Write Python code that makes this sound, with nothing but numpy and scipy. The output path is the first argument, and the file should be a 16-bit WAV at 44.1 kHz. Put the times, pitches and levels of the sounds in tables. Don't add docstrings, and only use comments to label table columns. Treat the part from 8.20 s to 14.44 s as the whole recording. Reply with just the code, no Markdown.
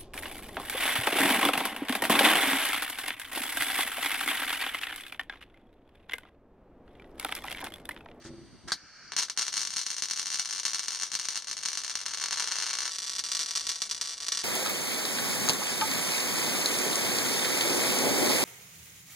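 import sys
import numpy as np
from scipy import signal
from scipy.fft import rfft, irfft
from scipy.io import wavfile
from scipy.ndimage import uniform_filter1d

SR = 44100
rng = np.random.default_rng(int(sys.argv[2]) if len(sys.argv) > 2 else 0)


def put_to_file(sound):
    columns = np.atleast_2d(sound).T
    safe = np.clip(columns, -1, 1)
    whole_steps = np.round(safe * 32767)
    wavfile.write(sys.argv[1], SR, whole_steps.astype(np.int16))


N = 275184
TIME = np.arange(N) / SR
TAIL = TIME[:SR // 4]


def undb(db):
    return 10 ** (np.asarray(db) / 20)


def curve(rows):
    return np.interp(TIME, *np.transpose(rows))


def response(points, size=4096):
    hz, db = np.transpose(points)
    bin_db = np.interp(np.log(np.fft.rfftfreq(size, 1 / SR) + 1), np.log(hz), db)
    cepstrum = irfft(bin_db * np.log(10) / 20)
    cepstrum[1:size // 2] *= 2
    cepstrum[size // 2 + 1:] = 0
    h = irfft(np.exp(rfft(cepstrum)))[:size // 2]
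    return h / np.abs(h).max()


def through(x, h):
    return signal.fftconvolve(np.atleast_2d(x), np.atleast_2d(h), axes=1)[:, :N]


def noise(colour, db):
    x = through(rng.standard_normal((2, N)), response(colour))
    return x * undb(db) / x.std()


def train(s, db):
    return np.bincount((np.asarray(s) * SR).astype(int), undb(db), N)[:N]


def butter(x, hz, kind, order=2, zero_phase=False):
    run = signal.sosfiltfilt if zero_phase else signal.sosfilt
    return run(signal.butter(order, hz, kind, fs=SR, output="sos"), x)


def decay(t60):
    return np.exp(-np.log(1000) * TAIL / t60)


def ring(modes, max_t60=np.inf):
    h = sum(undb(db) * np.sin(2 * np.pi * hz * TAIL) * decay(min(t60, max_t60)) for hz, db, t60 in modes)
    return h / np.abs(h).max()


AIR_COLOUR = [(300, -5), (600, 0.5), (2000, -4), (4000, -8.5), (4750, 1.5), (5300, -13), (5900, -4.5),
              (7500, -25), (8600, -7), (9300, -22), (14000, -37)]
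AIR_FADER = [(0, -56.5), (.5, -58), (.54, -61), (6.24, -56.5)]
def room_tone():
    return noise(AIR_COLOUR, curve(AIR_FADER))


RUMBLE_COLOUR = [(15, -30), (35, -22), (60, -6), (170, -8), (320, -8), (450, -17.5), (900, -75)]
RUMBLE_FADER = [(0, -64), (.05, -61), (.2, -52), (.3, -56), (.45, -55.5), (.6, -71), (.9, -66), (1.2, -70),
                (3, -71), (6.24, -70)]
def body_rumble():
    flutter_db = 176.8 * uniform_filter1d(rng.standard_normal(N), size=2000)
    return noise(RUMBLE_COLOUR, curve(RUMBLE_FADER)) * undb(flutter_db)


PANEL_MODES = [(153, -7, 0.17), (249, -2.5, 0.16), (340.7, 2.5, 0.2), (540, -9, 0.084), (786, -17, 0.052)]
PANEL_HITS = [(.003, -47), (.051, -36), (0.061, -32.5), (0.093, -39.5), (.106, -33.5), (.136, -35),
              (0.183, -40), (.21, -44), (0.473, -42)]
def floor_knocks():
    return through(train(*np.transpose(PANEL_HITS)), ring(PANEL_MODES))


GAS_COLOUR = [(300, -18), (900, -32), (1300, -4), (1600, 0.5), (1800, -3), (2000, -12), (2250, -5),
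              (3000, -15), (3700, -28), (4400, -2.5), (5700, -6.5), (7500, -26), (8600, -46), (11000, -50),
              (14000, -67)]
GAS_FADER = [(.5, -89), (.53, -51), (.7, -52), (.9, -48), (1.2, -75), (6.24, -76)]
def gas_hiss():
    return noise(GAS_COLOUR, curve(GAS_FADER))


GRIT_CUES = [(.012, 0.027, -54), (0.037, 0.066, -46), (0.476, 0.013, -39), (0.483, .01, -34.5),
             (0.489, 0.033, -39), (1.083, 0.0086, -39), (1.164, .006, -42), (2.896, .02, -55),
             (5.797, 0.0071, -47)]
def grit_bursts():
    swell = sum(undb(db) * np.sin(np.pi * np.clip((TIME - s) / length, 0, 1) ** 0.68)
                for s, length, db in GRIT_CUES)
    grit = undb(18 * uniform_filter1d(rng.standard_normal(N), size=40))
    colour = [(300, -16.5), (1600, 7), (2800, -4), (5500, 1.5), (7600, -8), (8700, -8), (14000, -46)]
    return swell * grit * noise(colour, 0)


def walls(paths, scatter_db, t60, onset_s, lean=0.26, spread=0.42):
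    ms, *gains = np.transpose(paths)
    hz = np.fft.rfftfreq(TAIL.size, 1 / SR)
    delays = np.exp(-2j * np.pi * np.outer(ms / 1000, hz))
    early = irfft(np.array(gains) @ delays, TAIL.size)
    build = 1 - np.exp(-(TAIL / onset_s) ** 2)
    late = rng.standard_normal((2, TAIL.size)) * decay(t60) * build
    mid, own = signal.lfilter(*signal.iirnotch(7600, 7, SR), late)
    side = lean * mid + spread * own
    return early + undb(scatter_db) * np.array([mid + side, mid - side])


VALVE_MODES = [(1400, -6, 0.051), (1620, 10, 0.02), (4100, -24, .067), (3900, -19, 0.16), (4220, -10, 0.08),
               (4770, 0, 0.16), (5943, -24, .07), (6880, -11, 0.091), (8520, -5, 0.072)]
def valve_snap():
    snap = train(s=[.5198], db=[-10])
    crack = response([(500, -17), (1600, -2.5), (2800, -11.5), (4500, 7.5), (8500, -14.5),
                      (11500, -20.5), (14000, -32)])
    reverb = walls([(0.00039, 1, .8)], scatter_db=-21, t60=.1, onset_s=0.00085)
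    ringing = through(snap, ring(VALVE_MODES, max_t60=.07))
    return through(through(snap, crack), reverb) + undb(-6) * ringing


def ribs(level_db, left_db, alike, count=44, from_ms=0.579, to_ms=19, fade_db_per_ms=1.46):
    ms = from_ms + (to_ms - from_ms) * rng.random(count) ** 1.5
    gain = undb(level_db - fade_db_per_ms * ms)
    left, own = rng.standard_normal((count, 2)).T
    right = alike * left + np.sqrt(1 - alike ** 2) * own
    return list(zip(ms, gain * undb(left_db) * left, gain * right))


# f/Hz, level/dB at the first spot, level/dB at the second, t60/s
SHELL_MODES = [(427, -32.5, -31, 0.043), (710, -37, -31.5, 0.06), (983, -32.5, -36.5, 0.062),
               (1157, -38.5, -36, 0.071), (1356, -35, -35, 0.052), (1743, -41, -53, 0.04),
               (2255, -45.5, -61, 0.12), (3423, -53, -47, 0.2), (3560, -86.5, -32, 0.031),
               (4123, -44.5, -41.5, 0.13), (4295, -39.5, -43, 0.073), (4468, -37, -36, 0.048),
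               (4737, -52.5, -32, 0.058), (5584, -51.5, -64, 0.043), (5710, -69.5, -46, 0.053),
               (5890, -32.5, -41, 0.056), (6080, -40, -42, 0.039), (6475, -42.5, -41, .08)]
def shell_ring(spot, left_db=3):
    ringing = sum(undb(db[spot]) * np.sin(2 * np.pi * hz * TAIL) * decay(t60)
                  for hz, *db, t60 in SHELL_MODES)
    return ringing * undb([[left_db / 2], [-left_db / 2]])


# delay/ms, left gain, right gain
FIRST_SPOT_PATHS = [(0.0, 1.16, 0.85), (0.181, -0.28, -0.43), (0.249, -0.92, -0.62), (0.317, -0.34, -0.43),
                    (0.397, -0.62, -0.32), (0.522, -0.27, -0.6), (0.692, 0.21, 0.073), (1.61, -0.73, 0.34),
                    (3.084, -0.38, -0.58), (5.079, 0.34, 0.26), (5.329, -0.38, -0.18), (8.356, -0.59, 0.32)]
SECOND_SPOT_PATHS = [(0.0, 1.56, 1), (0.204, -0.0016, -0.59), (0.295, -0.3, 0.0089), (0.363, 0.12, 0.13),
                     (0.442, 0.079, -0.59), (0.51, -0.013, -0.37), (0.85, 1.04, -0.72),
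                     (1.859, -0.68, -0.45), (5.249, 0.022, 1), (5.544, -0.88, -0.74), (6.587, -0.28, -0.42),
                     (8.379, -0.44, -0.21)]
def spot_reverbs():
    first = walls(FIRST_SPOT_PATHS + ribs(level_db=-17.5, left_db=3, alike=0.68),
                  scatter_db=-24, t60=0.12, onset_s=0.012)
    second = walls(SECOND_SPOT_PATHS + ribs(level_db=-16, left_db=1, alike=0.37),
                   scatter_db=-24.5, t60=0.13, onset_s=0.0061)
    return first + shell_ring(0), second + shell_ring(1)


def thumps(pops, left_db=3):
    s, db = np.transpose(pops)
    thump_db = -51.5 + 1.9 * (np.minimum(db, -10) + 11)
    thump = response([(20, -21), (60, -7.5), (200, 7.5), (350, 3), (700, -16), (3000, -82)])
    return through(train(s, thump_db), thump) * undb([[left_db], [0]])


CRACKLE_FADER = [(.95, -22), (1.5, -24.5), (2, -22), (2.6, -20.5), (3.1, -25.5), (3.3, -22), (3.8, -22),
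                 (4.3, -18.5), (4.7, -20), (5.2, -24), (5.45, -39), (5.7, -24), (5.85, -22), (6.24, -27)]
ARC_STALLS = [(.9, .078, -38), (1.038, .134, -38), (1.283, .04, -25), (1.475, .029, -20), (1.634, .03, -25),
              (1.86, .025, -15), (2.03, .027, -12), (2.4, .032, -15), (2.66, .02, -9), (2.87, .046, -8.5),
              (3.06, .02, -15), (3.186, .035, -12), (3.386, .037, -3), (3.817, .041, -5), (5.41, .028, -12),
              (5.635, .042, -6), (5.78, .032, -10), (5.934, .044, -17), (6.085, .034, -17)]
def small_pops(loud_s, cycle_s=.014, evenness=3, spread_db=1.5, clear_s=.007, count=800):
    s = loud_s[0] + np.cumsum(rng.gamma(evenness, cycle_s / evenness, count))
    db = np.interp(s, *np.transpose(CRACKLE_FADER)) + spread_db * rng.standard_normal(count)
    start, length, stall_db = np.transpose(ARC_STALLS)
    stalled = (s[:, None] > start) & (s[:, None] < start + length)
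    db = db + stalled @ stall_db
    taken = np.abs(s[:, None] - loud_s).min(axis=1) < clear_s
    keep = ~taken & (s < TIME[-1])
    return s[keep], db[keep]


LOUD_POPS = [(0.9201, -27), (0.9654, -8.5), (0.9787, -14), (0.9853, -11), (0.9884, -10.5), (0.9927, -14),
             (0.9977, -10.5), (1.02, -18), (1.0254, -13.5), (1.0327, -13.5), (1.0986, -14), (1.175, -10),
             (1.1869, -12), (1.1938, -10), (1.2115, -14.5), (1.2199, -13.5), (1.2214, -19), (1.2273, -14),
             (1.2516, -22), (1.2667, -17), (1.281, -12.5), (1.3238, -25), (1.3283, -17.5), (1.3399, -13.5),
             (1.3576, -19), (1.366, -18), (1.3691, -11), (1.378, -10.5), (1.394, -15.5), (1.4067, -15),
             (1.4162, -13), (1.4318, -14.5), (1.451, -15), (1.473, -14), (1.5052, -17.5), (1.5383, -16.5),
             (1.5626, -14.5), (1.568, -10.5), (1.5815, -13.5), (1.5917, -13.5), (1.6145, -14.5),
             (1.622, -22.5), (1.6327, -20.5), (1.665, -11.5), (1.6845, -22), (1.7036, -13.5), (1.7146, -16),
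             (1.7313, -22), (1.7434, -20.5), (1.7662, -18), (1.7827, -15.5), (1.7944, -25), (1.8035, -28),
             (1.8224, -10), (1.8362, -13), (1.8457, -20), (1.8567, -17), (1.8854, -18.5), (1.8997, -17),
             (1.9104, -10), (1.9343, -14), (1.9608, -20), (1.9656, -19.5), (1.9745, -15.5), (1.9867, -18),
             (1.9911, -23), (1.9955, -11), (2.0169, -18), (2.029, -18), (2.058, -15.5), (2.0687, -15),
             (2.08, -18.5), (2.103, -15.5), (2.1168, -17), (2.1277, -16.5), (2.137, -17), (2.1439, -11.5),
             (2.1568, -14), (2.1724, -21), (2.1873, -18), (2.1954, -11), (2.1968, -11), (2.2264, -22),
             (2.257, -15.5), (2.274, -22), (2.2898, -21), (2.309, -15.5), (2.3271, -15.5), (2.334, -15.5),
             (2.349, -18.5), (2.3604, -18.5), (2.381, -17.5), (2.3985, -14.5), (2.4328, -18),
             (2.4523, -8.5), (2.4608, -14), (2.4653, -13), (2.481, -14.5), (2.5067, -20), (2.5332, -14),
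             (2.546, -10.5), (2.5572, -17), (2.5837, -19), (2.5939, -11.5), (2.6591, -22), (2.6827, -11),
             (2.7064, -16.5), (2.72, -18), (2.7313, -19), (2.7479, -15.5), (2.758, -19), (2.7715, -22),
             (2.79, -24), (2.7991, -17), (2.8131, -18), (2.8221, -14), (2.8332, -11), (2.8514, -25),
             (2.8678, -24.5), (2.9174, -16), (2.9344, -17.5), (2.941, -15.5), (2.952, -9), (2.99, -19),
             (2.9972, -13.5), (3.03, -23), (3.05, -26), (3.0542, -15.5), (3.0862, -10), (3.1051, -20),
             (3.1246, -22), (3.1321, -22), (3.1464, -21), (3.1566, -14), (3.1664, -16), (3.1746, -14),
             (3.2226, -23), (3.2718, -22), (3.283, -19), (3.292, -24), (3.3129, -14.5), (3.3297, -17.5),
             (3.3684, -19), (3.3896, -22), (3.4273, -24), (3.4342, -16), (3.453, -15.5), (3.4584, -10),
             (3.4854, -12), (3.5313, -15.5), (3.5533, -17.5), (3.5735, -12.5), (3.59, -21.5), (3.617, -22),
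             (3.636, -20), (3.647, -16), (3.6795, -18), (3.6967, -16.5), (3.7043, -19.5), (3.713, -21),
             (3.7403, -27), (3.7543, -11), (3.7896, -24), (3.8141, -19.5), (3.8568, -22), (3.8628, -13),
             (3.8939, -24), (3.9089, -23), (3.9163, -23), (3.9363, -16), (3.9461, -16.5), (3.9736, -18.5),
             (3.9844, -20), (4.0122, -20), (4.0168, -15.5), (4.0394, -11.5), (4.0594, -14.5),
             (4.0843, -17.5), (4.109, -14.5), (4.1236, -18), (4.1288, -12), (4.1417, -19), (4.1596, -21),
             (4.173, -16.5), (4.1791, -20), (4.1852, -19), (4.1976, -12), (4.2038, -14.5), (4.2236, -14.5),
             (4.2381, -21), (4.2428, -17), (4.2671, -25), (4.2744, -15.5), (4.2841, -19.5), (4.2905, -26),
             (4.31, -20), (4.3156, -16), (4.321, -13.5), (4.3327, -22), (4.34, -30), (4.3563, -15.5),
             (4.3655, -18), (4.3857, -14), (4.4009, -16), (4.4129, -19), (4.4239, -13.5), (4.4335, -16),
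             (4.4593, -21), (4.4658, -15), (4.5021, -17.5), (4.5087, -16), (4.5317, -15.5), (4.538, -16),
             (4.5529, -15.5), (4.5871, -12.5), (4.6053, -14.5), (4.6194, -18), (4.6545, -14.5),
             (4.6783, -16), (4.7075, -26), (4.7328, -23), (4.7848, -16), (4.802, -22), (4.865, -21.5),
             (4.8805, -20.5), (4.8955, -16), (4.963, -17.5), (4.9839, -18), (4.993, -13), (5.0388, -17.5),
             (5.0491, -21.5), (5.0637, -19.5), (5.0732, -25), (5.0987, -27), (5.1175, -11.5),
             (5.1327, -18.5), (5.1499, -12), (5.1689, -14.5), (5.1924, -14), (5.1996, -20), (5.2054, -16),
             (5.2124, -19), (5.2174, -17.5), (5.231, -16.5), (5.2609, -18), (5.2785, -27), (5.2863, -20),
             (5.309, -15), (5.3359, -24.5), (5.353, -14.5), (5.3591, -13.5), (5.3717, -19), (5.3733, -13),
             (5.396, -21), (5.4092, -18), (5.4384, -29), (5.4531, -26), (5.4683, -14), (5.4872, -21),
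             (5.492, -11.5), (5.5002, -15.5), (5.5168, -16.5), (5.5463, -26), (5.557, -21), (5.5755, -30),
             (5.6035, -27), (5.6189, -10.5), (5.654, -26), (5.7119, -12.5), (5.747, -20), (5.777, -28.5),
             (5.8126, -12), (5.8577, -20.5), (5.8735, -20), (5.9345, -23), (5.9798, -24.5), (6.0032, -21.5),
             (6.0223, -23), (6.0308, -21), (6.0447, -22.5), (6.0663, -19), (6.0839, -12), (6.1198, -18),
             (6.1215, -11), (6.1495, -17), (6.173, -13.5), (6.1903, -17.5), (6.215, -21.5), (6.2365, -22)]
POP_COLOUR = [(150, -34.5), (500, -17.5), (800, -21.5), (1000, -12), (2000, -8), (3200, -7), (4400, -0.2),
              (5900, 2), (7500, -7), (8800, -7.5), (10500, -20.5), (13000, -34), (15500, -64)]
POP_BODY = [(.93, 17.5), (.96, 0.5), (1.2, 1.5), (1.5, -3.5), (2.5, -1), (3.5, -0.5), (3.9, 3), (4.2, 5),
            (4.69, 3.5), (4.71, -3), (5.2, -2), (5.7, -3.5), (6.24, 0)]
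def arc(move_s=4.702, crossover_hz=2500, sputter_db=-29.5, sputter_lag_s=.012, sputters=450):
    loud_s, loud_db = np.transpose(LOUD_POPS)
    s, db = np.hstack([(loud_s, loud_db), small_pops(loud_s)])
    spit_s = loud_s[rng.integers(len(loud_s), size=sputters)] + rng.exponential(sputter_lag_s, sputters)
    spit_db = sputter_db + 2.5 * rng.standard_normal(sputters)
    lead = 40
    spikes = train(s - lead / SR, db) + train(spit_s, spit_db)
    spark = np.pad(-response(POP_COLOUR), (lead, 0))
    low = butter(spark, crossover_hz, "low", order=1, zero_phase=True)
    body_gain = undb(curve(POP_BODY))
    edge = butter(train(s, 1.12 * db - 12), 12600, "low", order=6)
    edge = butter(edge, 11100, "high", order=4)
    out = 0
    for here, reverb in zip((TIME < move_s, TIME >= move_s), spot_reverbs()):
        pops = through(spikes * here, spark - low) + through(spikes * here * body_gain, low)
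        out = out + through(pops + edge * here, reverb)
    return butter(out, 260, "high")


def scene():
    weld = arc() + thumps(LOUD_POPS)
    return weld + grit_bursts() + valve_snap() + floor_knocks() + body_rumble() + gas_hiss() + room_tone()


def record(dry, ceiling=.37):
    mid, side = (dry[0] + dry[1]) / 2, (dry[0] - dry[1]) / 2
    treble = butter(butter(side, 2600, "high"), 3200, "high", order=4, zero_phase=True)
    side = treble + butter(side, 200, "low", order=1) + 0.0064 * side
    out = ceiling * np.tanh(np.array([mid + side, mid - side]) / ceiling)
    for hz, width_hz, depth in ((2520, 153, 1), (5060, 360, 0.72)):
        notched = signal.lfilter(*signal.iirnotch(hz, hz / width_hz, SR), out)
        out = out + depth * (notched - out)
    out = butter(out, 13500, "low", order=3)
    return signal.sosfilt(signal.ellip(10, .2, 80, 15560, fs=SR, output="sos"), out)


dry = scene()
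out = record(dry)
put_to_file(out)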